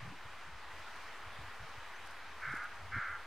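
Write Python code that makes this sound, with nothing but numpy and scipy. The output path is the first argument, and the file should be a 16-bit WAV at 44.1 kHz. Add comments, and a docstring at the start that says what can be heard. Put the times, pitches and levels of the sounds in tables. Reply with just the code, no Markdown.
"""Crow among trees

A crow caws twice some way off: uneven pulses ring its throat, and trunks scatter the sound.
Close by, a small foraging bird ticks and rustles in the litter, and one thin pip sounds.
Soft bumps and knocks reach the microphone over a low rumble and a wash of distant outdoor noise."""
import sys
import numpy as np
from scipy import signal
from scipy.io import wavfile
from scipy.ndimage import uniform_filter1d

SR = 44100
rng = np.random.default_rng(int(sys.argv[2]) if len(sys.argv) > 2 else 0)


def wav_record(signal):
    """Record a signal, one row per channel, as 16-bit PCM in the file named by sys.argv[1]."""
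    frames = np.transpose(np.atleast_2d(signal))
    bounded = np.clip(frames, -1, 1)
    # unit amplitude maps onto the largest positive 16-bit level
    quanta = np.round(bounded * 32767).astype(np.int16)
    wavfile.write(sys.argv[1], SR, quanta)


N = 143766

# Caws. Each row: start in seconds, length in seconds, source level in dB, pitch before scoop and sag
# in Hz, fade in dB/s, pulse jitter as a share of a period.
CROW_CAWS = [(2.399, .243, -39, 230.9, 10.5, 0.04), (2.903, .243, -36, 235.7, 24.5, .024)]
# Throat resonances. Each row: mid-caw centre in Hz, width in Hz, relative level in dB,
# fade in dB/s as the beak closes.
THROAT_MODES = [(1431, 215, 1, -4), (1670, 230, -2, 17), (2100, 290, -3.5, 23), (1197, 167, -7.5, 0.5)]
# Litter ticks. Each row: centre in seconds, level in dB.
LITTER_TICKS = [(.961, -63), (1.895, -67), (2.063, -63), (2.073, -60.5), (2.111, -59), (2.522, -60),
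                (2.552, -60), (2.572, -62), (2.587, -66), (2.643, -59)]
# Needle rustles. Each row: centre in seconds, half length in seconds, level in dB, band centre in Hz.
NEEDLE_RUSTLES = [(0.863, 0.027, -64, 4000), (1.018, .06, -73, 5000), (2.08, .015, -66, 4870),
                  (2.573, 0.051, -71, 8100)]
# Microphone bumps. Each row: centre in seconds, half length in seconds, level in dB, band centre in Hz.
MIC_BUMPS = [(0.077, 0.047, -49.5, 123), (0.13, 0.0092, -53.5, 247), (0.269, 0.014, -56, 106),
             (0.489, 0.013, -59, 129), (0.548, 0.016, -54, 76), (0.745, 0.012, -57.5, 84),
             (.8, .015, -58.5, 80), (1.265, 0.022, -55, 71), (1.43, 0.037, -53.5, 82),
             (1.632, .02, -51, 73), (1.779, 0.009, -52, 84), (2.513, 0.031, -52, 118),
             (2.541, 0.0044, -49.5, 340), (2.825, 0.039, -53, 77), (2.932, 0.052, -51.5, 83.6),
             (2.971, 0.011, -47.5, 175), (3.118, 0.017, -55, 71.6)]
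# Camera body knocks. Each row: start in seconds, envelope peak in dB, frequency in Hz.
BODY_KNOCKS = [(1.388, -44, 108), (2.537, -42.5, 210), (2.964, -36, 86), (2.974, -38, 110)]
# Wash spectrum. Each row: frequency in Hz, relative spectral density in dB.
WASH_SPECTRUM = [(200, -14), (300, -12), (420, -8.5), (570, -8.5), (800, -2.5), (1250, 0), (2000, -3),
                 (2600, -8.5), (3600, -13), (5200, -18), (7000, -24), (10000, -28), (15500, -37)]
# Wash swell. Each row: time in seconds, level in dB.
WASH_SWELL = [(0.0, -51), (0.16, -51.5), (0.42, -51.5), (0.52, -53), (0.78, -49.5), (2.37, -51),
              (2.38, -50.5)]
# Rumble spectrum. Each row: frequency in Hz, relative spectral density in dB.
RUMBLE_SPECTRUM = [(25, 0), (50, -7.5), (80, 4.5), (125, -11.5), (200, -11.5), (300, -30)]
# Stereo image of wash and rumble. Each row: frequency in Hz, left-right coherence from 0 to 1.
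STEREO_COHERENCE = [(100, 0.93), (300, 0.9), (1200, 1), (2000, 0.98), (3000, 0.69), (5000, 0.45),
                    (8000, 0.36), (14000, 0.079)]

ATTACK_S, RELEASE_S = .026, .025
SCOOP_OCTAVES, SCOOP_S, SAG_OCTAVES = .28, .015, .27
PULSE_SPREAD_DB, RASP_GAIN, RASP_DECAY_S = 1.1, .079, .0018
THROAT_SAG_PER_S, VOICE_LOW_HZ, VOICE_HIGH_HZ = .22, 1050, 2390


def from_db(db):
    """Decibels to gain."""
    return 10 ** (np.asarray(db) / 20)


def unit_rms(x):
    """Scale to rms 1."""
    return x / np.sqrt(np.mean(x ** 2) + 1e-20)


def seconds():
    """Time of every sample."""
    return np.arange(N) / SR


def swell(centre_s, half_s):
    """Gaussian envelope, peak 1."""
    return np.exp(-.5 * ((seconds() - centre_s) / half_s) ** 2)


def band(x, low_hz, high_hz, order=2):
    """Butterworth band-pass."""
    sos = signal.butter(order, [low_hz, min(high_hz, SR / 2 - 100)], "band", fs=SR, output="sos")
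    return signal.sosfilt(sos, x + 1e-18)


def drift(rate_hz):
    """Slow random wander, rms about 1."""
    r = np.exp(-80 * np.pi * rate_hz / SR)
    slow = signal.lfilter([1], [1, -2 * r, r * r], rng.standard_normal(N // 40 + 2002))[2000:]
    return np.interp(np.arange(N) / 40, np.arange(len(slow)), unit_rms(slow))


def at_hz(points, hz):
    """Interpolate a table on a log-frequency axis."""
    freqs_hz, values = np.transpose(points)
    return np.interp(np.log(hz), np.log(freqs_hz), values)


def resonate(x, hz, width_hz):
    """Double-pole resonance with a moving centre."""
    turn = np.exp(2j * np.pi * np.cumsum(hz) / SR)
    r = np.exp(-np.pi * width_hz / SR)
    return (turn * signal.lfilter([(1 - r) ** 2], [1, -2 * r, r * r], x / turn + 1e-18)).real


def banded_noise(spectrum, flicker_db):
    """Stereo noise in third-octave bands, each flickering on its own; rms 1."""
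    edges_hz = 1000 * 2 ** (np.arange(-17, 14) / 3)
    out, white = 0, rng.standard_normal((2, 2, N))
    for k, (low, high) in enumerate(zip(edges_hz, edges_hz[1:])):
        hz, flicker = np.sqrt(low * high), drift(9)
        if high < spectrum[0][0] or low > spectrum[-1][0]:
            continue
        mid, side = band(white[k % 2], low, high, order=3)
        coherence = at_hz(STEREO_COHERENCE, hz)
        stereo = np.sqrt(1 + coherence) * mid + np.sqrt(1 - coherence) * side * [[1], [-1]]
        out = out + from_db(at_hz(spectrum, hz) + flicker_db * flicker) * stereo
    return unit_rms(out)


def crow(tail_db=-8):
    """Caws scattered by trunks, with a faint forest tail; slightly to the right."""
    voice = trunks(sum(caw(*row) for row in CROW_CAWS))
    heard = voice + from_db(tail_db) * forest_echoes(voice)
    return heard * from_db([[-2.3], [-1.5]])


def caw(start_s, length_s, level_db, pitch_hz, fade_db_per_s, jitter):
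    """Uneven, raspy pulses ring the throat; pitch scoops up, then sags ever faster."""
    t = seconds() - start_s
    age_s = np.clip(t, 0, length_s + RELEASE_S)
    octaves = -SCOOP_OCTAVES * np.exp(-age_s / SCOOP_S) - SAG_OCTAVES * (age_s / length_s) ** 2
    cycles = np.cumsum(pitch_hz * 2 ** octaves * (t > 0)) / SR
    slip, size = rng.standard_normal((2, 100))
    pulse_samples = np.searchsorted(cycles, np.arange(len(slip)) + .5 + jitter * slip)
    pulses = np.bincount(pulse_samples, from_db(PULSE_SPREAD_DB * size), N + 1)[:N]
    puffs = signal.lfilter([1], [1, -np.exp(-1 / (RASP_DECAY_S * SR))], pulses + 1e-18)
    rasp = RASP_GAIN * puffs * rng.standard_normal(N) / 2
    voice = throat(pulses + rasp, age_s, length_s)
    envelope = np.clip(t / ATTACK_S, 0, 1) * np.clip(1 - (t - length_s) / RELEASE_S, 0, 1)
    return voice * envelope * from_db(level_db - fade_db_per_s * age_s)


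def throat(source, age_s, length_s):
    """Resonances sink, the upper ones fading as the beak closes; output levelled to rms 1."""
    sink = 1 - THROAT_SAG_PER_S * (age_s - length_s / 2)
    voice = 0
    for k, (hz, width_hz, db, fade_db_per_s) in enumerate(THROAT_MODES):
        gain = (-1) ** k * from_db(db - fade_db_per_s * age_s)
        voice = voice + gain * resonate(source, hz * sink, width_hz)
    voice = band(voice, VOICE_LOW_HZ, VOICE_HIGH_HZ, order=3)
    return voice / np.sqrt(np.abs(uniform_filter1d(voice ** 2, size=600)) + 1e-12)


def trunks(x, delays_s=(.001308, .0031, .0059), reflection=.42):
    """Quick reflections off nearby trunks smear pulses without colouring them (all-pass)."""
    for delay_s in delays_s:
        loop = np.r_[1, np.zeros(int(delay_s * SR)), reflection]
        x = signal.lfilter(loop[::-1], loop, x + 1e-18)
    return x


def forest_echoes(x, t60_s=.91, count=900, width=.083):
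    """Scattered, decaying reflections, slightly different at each ear."""
    delays_s = rng.random(count) * t60_s
    mid, side = rng.choice([-1, 1], count), rng.standard_normal(count)
    decay = from_db(-60 * delays_s / t60_s)
    out = []
    for sign in (1, -1):
        response = np.bincount((delays_s * SR).astype(int), (mid + sign * width * side) * decay)
        out.append(signal.fftconvolve(x, response / np.linalg.norm(response))[:N])
    return np.array(out)


def litter(tick_spread_s=.0037, tick_band_hz=(4200, 11000), grain_db=4, edge_ratio=1.15):
    """Dry needles tick and rustle in grainy patches as a small bird forages."""
    t = seconds()
    bursts = sum(from_db(db) * np.exp(-np.abs(t - s) / tick_spread_s) for s, db in LITTER_TICKS)
    out = bursts * unit_rms(band(rng.standard_normal((2, N)), *tick_band_hz))
    for centre_s, half_s, db, hz in NEEDLE_RUSTLES:
        grains = rng.standard_normal((2, N)) * from_db(grain_db * drift(120))
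        rustle = unit_rms(band(grains, hz / edge_ratio, hz * edge_ratio))
        out = out + from_db(db) * swell(centre_s, half_s) * rustle
    return out


def pip(centre_s=1.962, half_s=.01, pitch_hz=6100, waver_hz=90, peak_db=-64.5):
    """A small bird gives one thin, wavering note."""
    cycles = np.cumsum(pitch_hz + waver_hz * drift(100)) / SR
    return from_db(peak_db) * swell(centre_s, half_s) * np.sin(2 * np.pi * cycles)


def bumps(width=.16):
    """Soft bumps on the microphone: short swells of low noise."""
    out = 0
    for centre_s, half_s, db, hz in MIC_BUMPS:
        envelope = swell(centre_s, half_s)
        mid, side = envelope * band(rng.standard_normal((2, N)), hz / 1.35, hz * 1.26)
        lump = unit_rms(mid) + width * unit_rms(side) * [[1], [-1]]
        out = out + from_db(db) * lump * np.sqrt(np.mean(envelope ** 2))
    return out


def knocks(rise_cycles=.41):
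    """Dull knocks on the camera body: heavily damped low sines."""
    out = 0
    for start_s, db, hz in BODY_KNOCKS:
        cycles = np.maximum(seconds() - start_s, 0) * hz
        envelope = cycles / rise_cycles * np.exp(1 - cycles / rise_cycles)
        out = out - from_db(db) * envelope * np.sin(2 * np.pi * cycles)
    return out


def wash(end_db=-52):
    """Far-off broad noise that swells gently."""
    times_s, db = np.transpose(list(WASH_SWELL) + [(N / SR, end_db)])
    return from_db(np.interp(seconds(), times_s, db)) * banded_noise(WASH_SPECTRUM, flicker_db=1)


def rumble(level_db=-66.5):
    """Faint, lumpy low noise."""
    return from_db(level_db) * banded_noise(RUMBLE_SPECTRUM, flicker_db=1.5)


def scene():
    """Everything at the microphone."""
    return crow() + wash() + bumps() + knocks() + rumble() + litter() + pip()


def record(dry):
    """The recorder cuts the top and adds a small DC bias."""
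    cutoff_hz, bias = 15700, -.003
    return bias + signal.sosfilt(signal.ellip(12, .1, 70, cutoff_hz, fs=SR, output="sos"), dry)


dry = scene()
out = record(dry)
wav_record(out)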